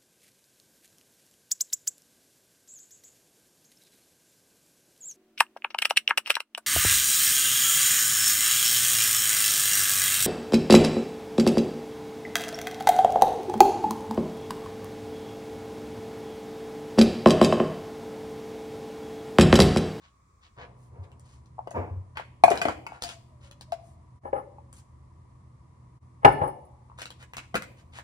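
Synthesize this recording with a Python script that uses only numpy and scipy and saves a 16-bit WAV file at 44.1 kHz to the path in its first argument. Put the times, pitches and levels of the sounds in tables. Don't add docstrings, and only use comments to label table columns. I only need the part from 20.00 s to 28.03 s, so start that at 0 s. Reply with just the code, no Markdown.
import sys
import numpy as np
from scipy import signal
from scipy.fft import rfft, irfft, next_fast_len
from scipy.io import wavfile

SR = 44100
rng = np.random.default_rng(int(sys.argv[2]) if len(sys.argv) > 2 else 0)


def log_audio(samples):
    frames = np.atleast_2d(samples).T
    limited = np.clip(frames, -1, 1)
    pcm = np.round(limited * 32767).astype(np.int16)
    wavfile.write(sys.argv[1], SR, pcm)


N = 354123
T = np.arange(int(.5 * SR)) / SR
ATTACK = int(.015 * SR)


def amp(db):
    return 10 ** (np.asarray(db) / 20)


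def unit(x, count=None):
    return x / np.sqrt(np.mean(x[:count] ** 2) + 1e-18)


def fade(t, t60):
    return np.exp(-np.log(1000) * t / t60)


def add(track, s, x):
    i = max(int(s * SR), 0)
    track[i:i + len(x)] += x[:max(len(track) - i, 0)]


def band(x, hz, q):
    hz = min(hz, SR / 3)
    return signal.lfilter(*signal.iirpeak(hz, max(q, 3 * hz / SR), fs=SR), x)


def soften(x, hz):
    return signal.lfilter(*signal.butter(2, min(hz, SR / 3), fs=SR), x)


def thin(x, hz=62):
    return signal.sosfilt(signal.butter(3, hz, "high", fs=SR, output="sos"), x)


def colour(x, points):
    hz, db = np.transpose(points)
    size = 4096
    grid_hz = np.fft.rfftfreq(size, 1 / SR)
    log_gain = np.log(amp(np.interp(np.log(grid_hz + 1), np.log(hz), db)))
    cepstrum = irfft(log_gain)[:size // 2]
    cepstrum[0] /= 2
    response = irfft(np.exp(rfft(2 * cepstrum, size)))
    return signal.fftconvolve(x, response)[:len(x)]


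def ring(modes, scatter=0):
    out = 0
    for k, (hz, db, t60) in enumerate(modes):
        shifted_hz = hz * (1 + scatter * rng.standard_normal())
        out = out + (-1) ** k * amp(db) * fade(T, t60) * np.sin(2 * np.pi * shifted_hz * T)
    return out


def burst(t60):
    return rng.standard_normal(len(T)) * fade(T, t60)


def thud(modes, rise_s=.003):
    return unit(ring(modes) * (1 - np.exp(-T / rise_s)), ATTACK)


def friction(length, rate, spread_db):
    count = max(int(length * SR), ATTACK)
    slips = (rng.random(count) < rate / SR) * rng.standard_normal(count)
    slips = slips * amp(spread_db * np.minimum(rng.exponential(size=count), 3))
    return np.pad(slips * np.sqrt(np.hanning(count)), (0, len(T))), count


def air_noise(spectrum, db, shared_hz=330):
    bass = soften(rng.standard_normal(N), shared_hz)
    own = signal.lfilter(*signal.butter(2, shared_hz, "high", fs=SR), rng.standard_normal((2, N)))
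    air = np.array([colour(bass + side, spectrum) for side in own])
    above_hum = signal.sosfilt(signal.butter(6, 200, "high", fs=SR, output="sos"), air)
    return amp(db) * air / above_hum.std()


# f/Hz, relative density/dB
OPENING_SPECTRUM = [(18, -39), (30, -15), (73, 5), (185, -13), (837, -26), (1030, -14.5), (1110, -5.5),
                    (1480, -29), (2080, -27), (2310, -25), (2920, -43), (3500, -35), (3980, -37),
                    (7240, -31), (15000, -47)]
# f/Hz, relative density/dB
AIR_SPECTRUM = [(15, -53.5), (25, -24.5), (48, -20.5), (70, -5.5), (100, -12.5), (130, -10), (153, -15.5),
                (249, -24), (277, -28.5), (326, -22.5), (394, -31), (840, -34.5), (988, -25.5),
                (1290, -53.5), (10100, -52), (16000, -83.5)]
# f/Hz, level/dB before HUM_DB
HUM_TONES = [(80.7, -68.5), (84, -64.5), (123.8, -58.5), (247.6, -78), (985, -78)]
DIP_TIMES_S = [3.0, 4.205, 6.0]
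OPENING_DB, AIR_DB = -66.5, -66.5
HUM_START_S, HUM_DB = .57, 2
DIP_WIDTH_S, DIP_DB = 0.016, -17.5


def room_tone(whir_hz=1110, whir_q=5, whir_db=-72, hiss_hz=1950, hiss_q=2, hiss_db=-82):
    t = np.arange(N) / SR
    whir = rng.standard_normal((2, N))
    for _ in range(2):
        whir = band(whir, whir_hz, whir_q)
    whir = np.array([unit(side) for side in whir])
    hum = 0
    for hz, db in HUM_TONES:
        wander_rad = 0.23 * unit(soften(rng.standard_normal(N), 3))
        hum = hum + amp(db) * np.sqrt(2) * np.sin(2 * np.pi * hz * t + wander_rad)
    hiss = rng.standard_normal((2, N))
    for _ in range(3):
        hiss = band(hiss, hiss_hz, hiss_q)
    hiss = np.array([unit(side) for side in hiss])
    switch = np.clip((t - HUM_START_S) / 0.0085, 0, 1)
    dips = sum(np.exp(-((t - s) / DIP_WIDTH_S) ** 2) for s in DIP_TIMES_S)
    course = switch * amp(HUM_DB + DIP_DB * dips)
    opening = air_noise(OPENING_SPECTRUM, OPENING_DB) * (1 - switch)
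    tones_and_bands = amp(whir_db) * whir + amp(hiss_db) * hiss + hum
    return opening + course * (air_noise(AIR_SPECTRUM, AIR_DB) + tones_and_bands)


# f/Hz, t60/s, level/dB before late_db
ROOM_BANDS = [(100, 0.46, -8.5), (308, 0.53, -7.5), (700, 0.83, -17), (1400, 0.24, -13), (2323, 0.44, -9.5),
              (3200, .5, -13), (5996, 0.38, -10.5), (14000, 0.88, -17)]


def kitchen(apart_hz=700):
    t, hz = np.arange(SR) / SR, np.fft.rfftfreq(SR, 1 / SR)
    centres = np.log([row[0] for row in ROOM_BANDS])
    mid, side = rfft(rng.standard_normal((2, SR)))
    likeness = np.exp(-(hz / apart_hz) ** 2)
    noise = mid * np.sqrt((1 + likeness) / 2) + np.array([side, -side]) * np.sqrt((1 - likeness) / 2)
    tail = 0
    for share, (_, t60, db) in zip(np.eye(len(ROOM_BANDS)), ROOM_BANDS):
        shape = fade(t, t60) * np.clip((t - .006) / .015, 0, 1)
        banded = irfft(noise * np.interp(np.log(hz + 1), centres, share), SR)
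        tail = tail + amp(db) * banded * shape / np.linalg.norm(shape)
    return tail


def place(x, lag, pan_db, early_db, late_db, early_t60=.1, count=40):
    hz = np.fft.rfftfreq(SR, 1 / SR)
    left = irfft(np.exp(-2j * np.pi * hz * (lag + 1) / SR), SR) * amp(pan_db / 2)
    right = signal.unit_impulse(SR, 1) * amp(-pan_db / 2)
    direct = np.array([left, right])
    direct[:, SR // 2:] = 0
    echoes = np.zeros((2, SR))
    for when, bearing, size in rng.uniform(-1, 1, (count, 3)):
        s = .002 + .02 * (when + 1)
        echo = np.array([np.sign(size) * fade(s, early_t60)])
        for side, extra_s in zip(echoes, (0, bearing * 0.00064)):
            add(side, s + extra_s, echo)
    early = amp(early_db) * echoes / np.linalg.norm(echoes[0])
    response = direct + early + amp(late_db) * kitchen()
    return signal.fftconvolve(x[None], response, axes=1)[:, :N]


def standing_wave(pair, radians, hz, octaves):
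    size = next_fast_len(N + len(T))
    distance = np.log2((np.fft.rfftfreq(size, 1 / SR) + 1) / hz) / octaves
    turn = radians * np.exp(-distance ** 2)
    return irfft(rfft(pair, size) * np.exp(.5j * np.array([turn, -turn])), size)[:, :N]


# t/s, rise/s, t60/s, level/dB
RUSTLE_EVENTS = [(0.564, 0.029, 0.69, -50), (.9, 0.072, 1, -55.5), (1.735, 0.028, 0.42, -29.5),
                 (2.49, 0.036, 0.67, -35.5), (2.645, 0.051, 0.076, -32)]
# f/Hz, relative level/dB
RUSTLE_SPECTRUM = [(40, -2.5), (100, 4), (200, 5.5), (400, 7), (900, 5), (1500, -9), (2400, -16.5),
                   (4000, -38.5), (12000, -43)]
# t/s, level/dB
BUMP_EVENTS = [(.985, -40), (1.776, -34), (1.905, -35.5), (1.959, -36.5)]
# t/s, f/Hz, level/dB
THUMP_EVENTS = [(2.441, 352, -34.5), (2.51, 383, -25.5), (2.654, 303, -25.5), (2.685, 228, -35),
                (7.546, 203, -31), (7.552, 363, -36.5)]
BUMP_HZ, BUMP_T60_S, THUMP_T60_S = 92, .23, .035


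def handling():
    out = np.zeros(N)
    for s, rise, t60, db in RUSTLE_EVENTS:
        swell = np.minimum(T / rise, 1) * fade(np.maximum(T - rise, 0), t60)
        rustle = unit(colour(rng.standard_normal(len(T)), RUSTLE_SPECTRUM))
        add(out, s, amp(db) * swell * rustle)
    for s, db in BUMP_EVENTS:
        add(out, s, amp(db) * thud([(BUMP_HZ, 0, BUMP_T60_S)], rise_s=.008))
    for s, hz, db in THUMP_EVENTS:
        add(out, s, amp(db) * thud([(hz, 0, THUMP_T60_S)]))
    return out


# f/Hz, relative level/dB
CRACK_SPECTRUM = [(200, 3), (900, 10.5), (2500, -1.5), (5000, -5.5), (7500, -2), (10000, -4), (14500, -8.5),
                  (16000, -18.5)]
# start t/s, length/s, level/dB, centre f/Hz
SWISH_STROKES = [(0, 0.099, -65.5, 3620), (.41, 0.074, -64, 3730), (.562, 0.098, -51, 1850),
                 (2.15, 0.078, -45, 1770)]
# start t/s, length/s, level/dB, centre f/Hz
RUB_STROKES = [(.755, 0.15, -76.5, 14000), (1.026, 0.029, -64.5, 2390), (1.2, 0.22, -70.5, 4860),
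               (2.475, .11, -44.5, 1680), (2.615, 0.13, -44, 1410), (2.88, 0.12, -55, 1340),
               (3.005, 0.15, -49, 3560), (3.4, 0.1, -64, 3240), (3.8, 0.16, -74, 9420),
               (4.735, 0.079, -62.5, 7900), (6.975, 0.067, -48, 2920), (7.184, 0.068, -58.5, 2710),
               (7.363, 0.099, -60.5, 2120), (7.756, 0.071, -66.5, 3200), (7.92, 0.094, -52.5, 2850)]
SWISH_EDGE_HZ, RUB_EDGE_HZ = 6000, 14500


def rubs(strokes, edge_hz, q=0.97, spread_db=2.5):
    out = np.zeros(N)
    for start, length, db, hz in strokes:
        slips, count = friction(length, 3000, spread_db)
        stroke = band(colour(slips, CRACK_SPECTRUM), hz, q)
        stroke = soften(soften(stroke, edge_hz), edge_hz)
        add(out, start, amp(db) * unit(stroke, count))
    return out


# t/s, level/dB, centre f/Hz
TICK_EVENTS = [(1.117, -65, 2380), (1.196, -62.5, 7150), (1.459, -69.5, 4960), (1.708, -54, 7500),
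               (2.503, -38, 6100), (2.556, -39, 1880), (2.575, -38, 3500), (2.616, -38.5, 4960),
               (3.022, -36, 4900), (3.037, -36, 4930), (3.09, -43.5, 3730), (3.512, -53.5, 3320),
               (3.61, -49, 4860), (3.721, -46, 3817), (4.728, -53.5, 8590), (6.988, -46, 1390),
               (7.018, -40.5, 3050), (7.056, -43, 3300), (7.104, -47.5, 3240), (7.227, -52, 2090),
               (7.335, -44.5, 2000), (7.368, -40, 3270), (7.382, -40, 2560), (7.554, -27.5, 1500),
               (7.559, -31, 2380), (7.622, -41.5, 1880), (7.987, -43, 2020)]


def ticks(t60=0.013, q=2.5, crack_db=-4, buzz_db=-17, buzz_t60=.05):
    out = np.zeros(N)
    for s, db, hz in TICK_EVENTS:
        contact = colour(burst(t60) + amp(buzz_db) * burst(buzz_t60), CRACK_SPECTRUM)
        tick = unit(band(contact, hz, q), ATTACK) + amp(crack_db) * unit(contact, ATTACK)
        add(out, s, amp(db) * unit(tick, ATTACK))
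    return out


# t/s, f/Hz, level/dB
BOTTLE_AIR_COURSE = [(3.02, 725, -69), (3.045, 716, -43.5), (3.12, 685, -58.5), (3.26, 650, -80),
                     (3.331, 631, -66), (3.39, 590, -77), (3.45, 570, -62.5), (3.63, 581, -78.5),
                     (3.761, 660, -62.5), (3.84, 668, -60), (3.92, 668, -80)]


def bottle_air(width_hz=14):
    t = np.arange(N) / SR
    s, hz, db = np.transpose(BOTTLE_AIR_COURSE)
    in_phase = unit(soften(rng.standard_normal(N), width_hz))
    quadrature = unit(soften(rng.standard_normal(N), width_hz))
    phase = 2 * np.pi * np.cumsum(np.interp(t, s, hz)) / SR
    tone = np.real((in_phase + 1j * quadrature) * np.exp(1j * phase))
    return tone * np.interp(t, s, amp(db), left=0, right=0)


# f/Hz, relative level/dB, t60/s
GLASS_MODES = [(372.7, -10.5, 0.12), (518, -5, 0.05), (591.4, -8.5, 0.045), (793, 0.5, 0.056),
               (872, 2, 0.081), (991.5, -2, 0.051), (1266, 5, 0.011), (1480, -0.5, 0.02),
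               (1746, -5.5, 0.047), (1960, -2.5, 0.012), (2080, -2, 0.015), (2303, -7.5, .03),
               (2877, -16.5, 0.081), (4320, -25.5, .1), (5180, -33, .2)]
# f/Hz, relative level/dB, t60/s
RIM_MODES = [(2878, -14.5, 0.22), (4420, -19, .13), (5270, -11, 0.12), (7180, -16.5, .08),
             (8880, 0.5, 0.078), (9940, 6.5, .11), (10300, 5.5, .07), (10700, -6, 0.089), (13500, -2, .05)]
# f/Hz, relative level/dB
SLAB_SPECTRUM = [(60, 2), (130, -6), (200, -11.5), (400, 3.5), (800, 8), (1200, 1), (1800, -3.5),
                 (2800, -13.5), (4500, -19), (9000, -20.5)]
# t/s, level/dB, contact cut-off f/Hz
GLASS_BLOWS = [(4.253, -38, 736), (4.329, -28.5, 950), (4.367, -40, 900), (6.2475, -7, 3060),
               (6.252, -9, 790), (6.276, -19, 1300), (6.416, -24.5, 1270)]
# t/s, f/Hz, level/dB
COUNTER_BOOMS = [(4.33, 554, -25), (6.251, 128, -19), (6.253, 285, -25), (6.413, 128.5, -29.5)]
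# t/s, level/dB
RIM_CLINKS = [(4.334, -69.5), (6.2472, -44), (6.321, -51.5), (6.475, -54), (6.65, -72.5)]
# start t/s, length/s, level/dB, contact cut-off f/Hz
GLASS_STROKES = [(4.23, 0.072, -45, 900), (4.332, 0.074, -36, 876), (6.218, 0.047, -42, 1800),
                 (6.259, 0.065, -29.5, 2000), (6.372, 0.13, -31, 950)]
BOOM_T60_S = 0.055


def glass(rim_slide_db=-34, slab_db=-1, slab_t60=0.039, slab_slide_db=1):
    clunk, song = np.zeros((2, N))
    body, rim = unit(ring(GLASS_MODES), ATTACK), unit(ring(RIM_MODES), ATTACK)
    for s, db, hz in GLASS_BLOWS:
        slab = unit(colour(burst(slab_t60), SLAB_SPECTRUM), ATTACK)
        blow = body + amp(slab_db) * slab
        add(clunk, s, amp(db) * unit(soften(blow, hz), ATTACK))
    for s, hz, db in COUNTER_BOOMS:
        add(clunk, s, amp(db) * thud([(hz, 0, BOOM_T60_S)]))
    for s, db in RIM_CLINKS:
        add(song, s, amp(db) * rim)
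    for start, length, db, hz in GLASS_STROKES:
        slips, count = friction(length, rate=1500, spread_db=1.5)
        glass_part = unit(signal.fftconvolve(slips, body)[:len(slips)], count)
        slab_part = unit(colour(slips, SLAB_SPECTRUM), count)
        chatter = glass_part + amp(slab_slide_db) * slab_part
        add(clunk, start, amp(db) * unit(soften(chatter, hz), count))
        add(song, start, amp(db + rim_slide_db) * unit(signal.fftconvolve(slips, rim), count))
    return thin(clunk), song


# f/Hz before scatter, relative level/dB, t60/s
WALL_MODES = [(1081, 0.5, .016), (1260, -3, 0.015), (1480, -1.5, 0.012), (1652, -8, 0.022),
              (1816, -6.5, 0.014), (1985, -5.5, 0.015), (2410, -3.5, 0.018), (2610, -13.5, 0.011),
              (2830, -8.5, 0.012), (3482, -9, 0.0065), (4226, -14, 0.0088)]
# t/s, air level/dB, settled air f/Hz, air t60/s, wall level/dB
KNOCK_EVENTS = [(1.582, -44.5, 733, 0.012, -72), (1.59, -34.5, 745, 0.015, -72.5),
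                (1.673, -38, 580, 0.0041, -50.5), (1.712, -43, 630, 0.012, -53.5),
                (2.171, -40, 856.5, 0.033, -36.5), (2.197, -39, 720, 0.0047, -48.5),
                (2.437, -7.5, 706, 0.023, -17.5), (2.48, -18.5, 687, 0.027, -33.5),
                (2.507, -23.5, 592, 0.02, -36), (2.516, -25, 673, 0.052, -31),
                (2.616, -33, 665, 0.044, -27), (2.653, -24, 633, 0.016, -31.5),
                (2.684, -29.5, 712, 0.014, -30), (2.866, -41, 886, .021, -39.5),
                (2.92, -42.5, 738, 0.016, -63), (3.722, -29, 665, 0.046, -45.5),
                (4.583, -49.5, 805, .03, -78.5), (6.898, -54.5, 917, .015, -75.5),
                (6.916, -53, 915, .016, -84), (7.543, -36.5, 656, .03, -33),
                (7.553, -35.5, 514, 0.038, -34.5)]
CRACK_DB = -11.5


def knocks(glide=0.25, glide_s=0.0024, rise_s=0.0014, bounce_db=-9, bounce_t60=0.034,
           crack_t60=0.027, crack_rise_s=0.00057):
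    out = np.zeros(N)
    for s, air_db, hz, t60, wall_db in KNOCK_EVENTS:
        pitch_hz = hz * (1 + glide * np.exp(-T / glide_s))
        air = np.sin(2 * np.pi * np.cumsum(pitch_hz) / SR)
        air = air * fade(T, t60) * (1 - np.exp(-(T / rise_s) ** 2))
        bounces = burst(bounce_t60) * (rng.random(len(T)) < .025)
        contacts = signal.unit_impulse(len(T)) + amp(bounce_db) * bounces
        wall = signal.fftconvolve(contacts, ring(WALL_MODES, scatter=0.099))[:len(T)]
        crack = colour(burst(crack_t60) * (1 - np.exp(-T / crack_rise_s)), CRACK_SPECTRUM)
        shell = unit(wall, ATTACK) + amp(CRACK_DB) * unit(crack, ATTACK)
        add(out, s, amp(air_db) * unit(air, ATTACK) + amp(wall_db) * shell)
    return thin(out)


def scene():
    clunk, song = glass()
    slides = rubs(RUB_STROKES, RUB_EDGE_HZ) + rubs(SWISH_STROKES, SWISH_EDGE_HZ)
    bumps = place(thin(handling()), lag=7.4, pan_db=0.5, early_db=-3, late_db=-2.0)
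    fingers = place(ticks() + slides, lag=8.69, pan_db=2.5, early_db=-2, late_db=0.0)
    tumbler = place(clunk, lag=16.3, pan_db=2.4, early_db=-5.5, late_db=1.5)
    rim = place(song, lag=13, pan_db=0.5, early_db=2.5, late_db=4.5)
    jars = place(knocks() + bottle_air(), lag=8, pan_db=3, early_db=-4, late_db=2.5)
    hands = standing_wave(jars + fingers + bumps, radians=1.8, hz=386.7, octaves=0.22)
    tumbler = standing_wave(tumbler, radians=1.3, hz=239, octaves=.45)
    return room_tone() + hands + tumbler + rim


# f/Hz, level/dB
PORT_DIFFERENCE = [(60, 1.5), (110, -0.5), (200, -1.5), (380, 1), (700, 3.5), (1290, -0.5), (2380, -0.5),
                   (4400, 4), (8120, -0.5), (15000, 0.0)]
TOP_HZ = 15900


def record(dry, notch_hz=12300, notch_q=5):
    pair = []
    for x, sign in zip(dry, (1, -1)):
        pair.append(colour(x, [(hz, sign * db / 2) for hz, db in PORT_DIFFERENCE]))
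    ported = signal.lfilter(*signal.iirnotch(notch_hz, notch_q, fs=SR), np.array(pair))
    clipped = ported / (1 + ported ** 8) ** (1 / 8)
    return signal.sosfilt(signal.ellip(8, .2, 70, TOP_HZ, fs=SR, output="sos"), clipped)


dry = scene()
out = record(dry)
log_audio(out)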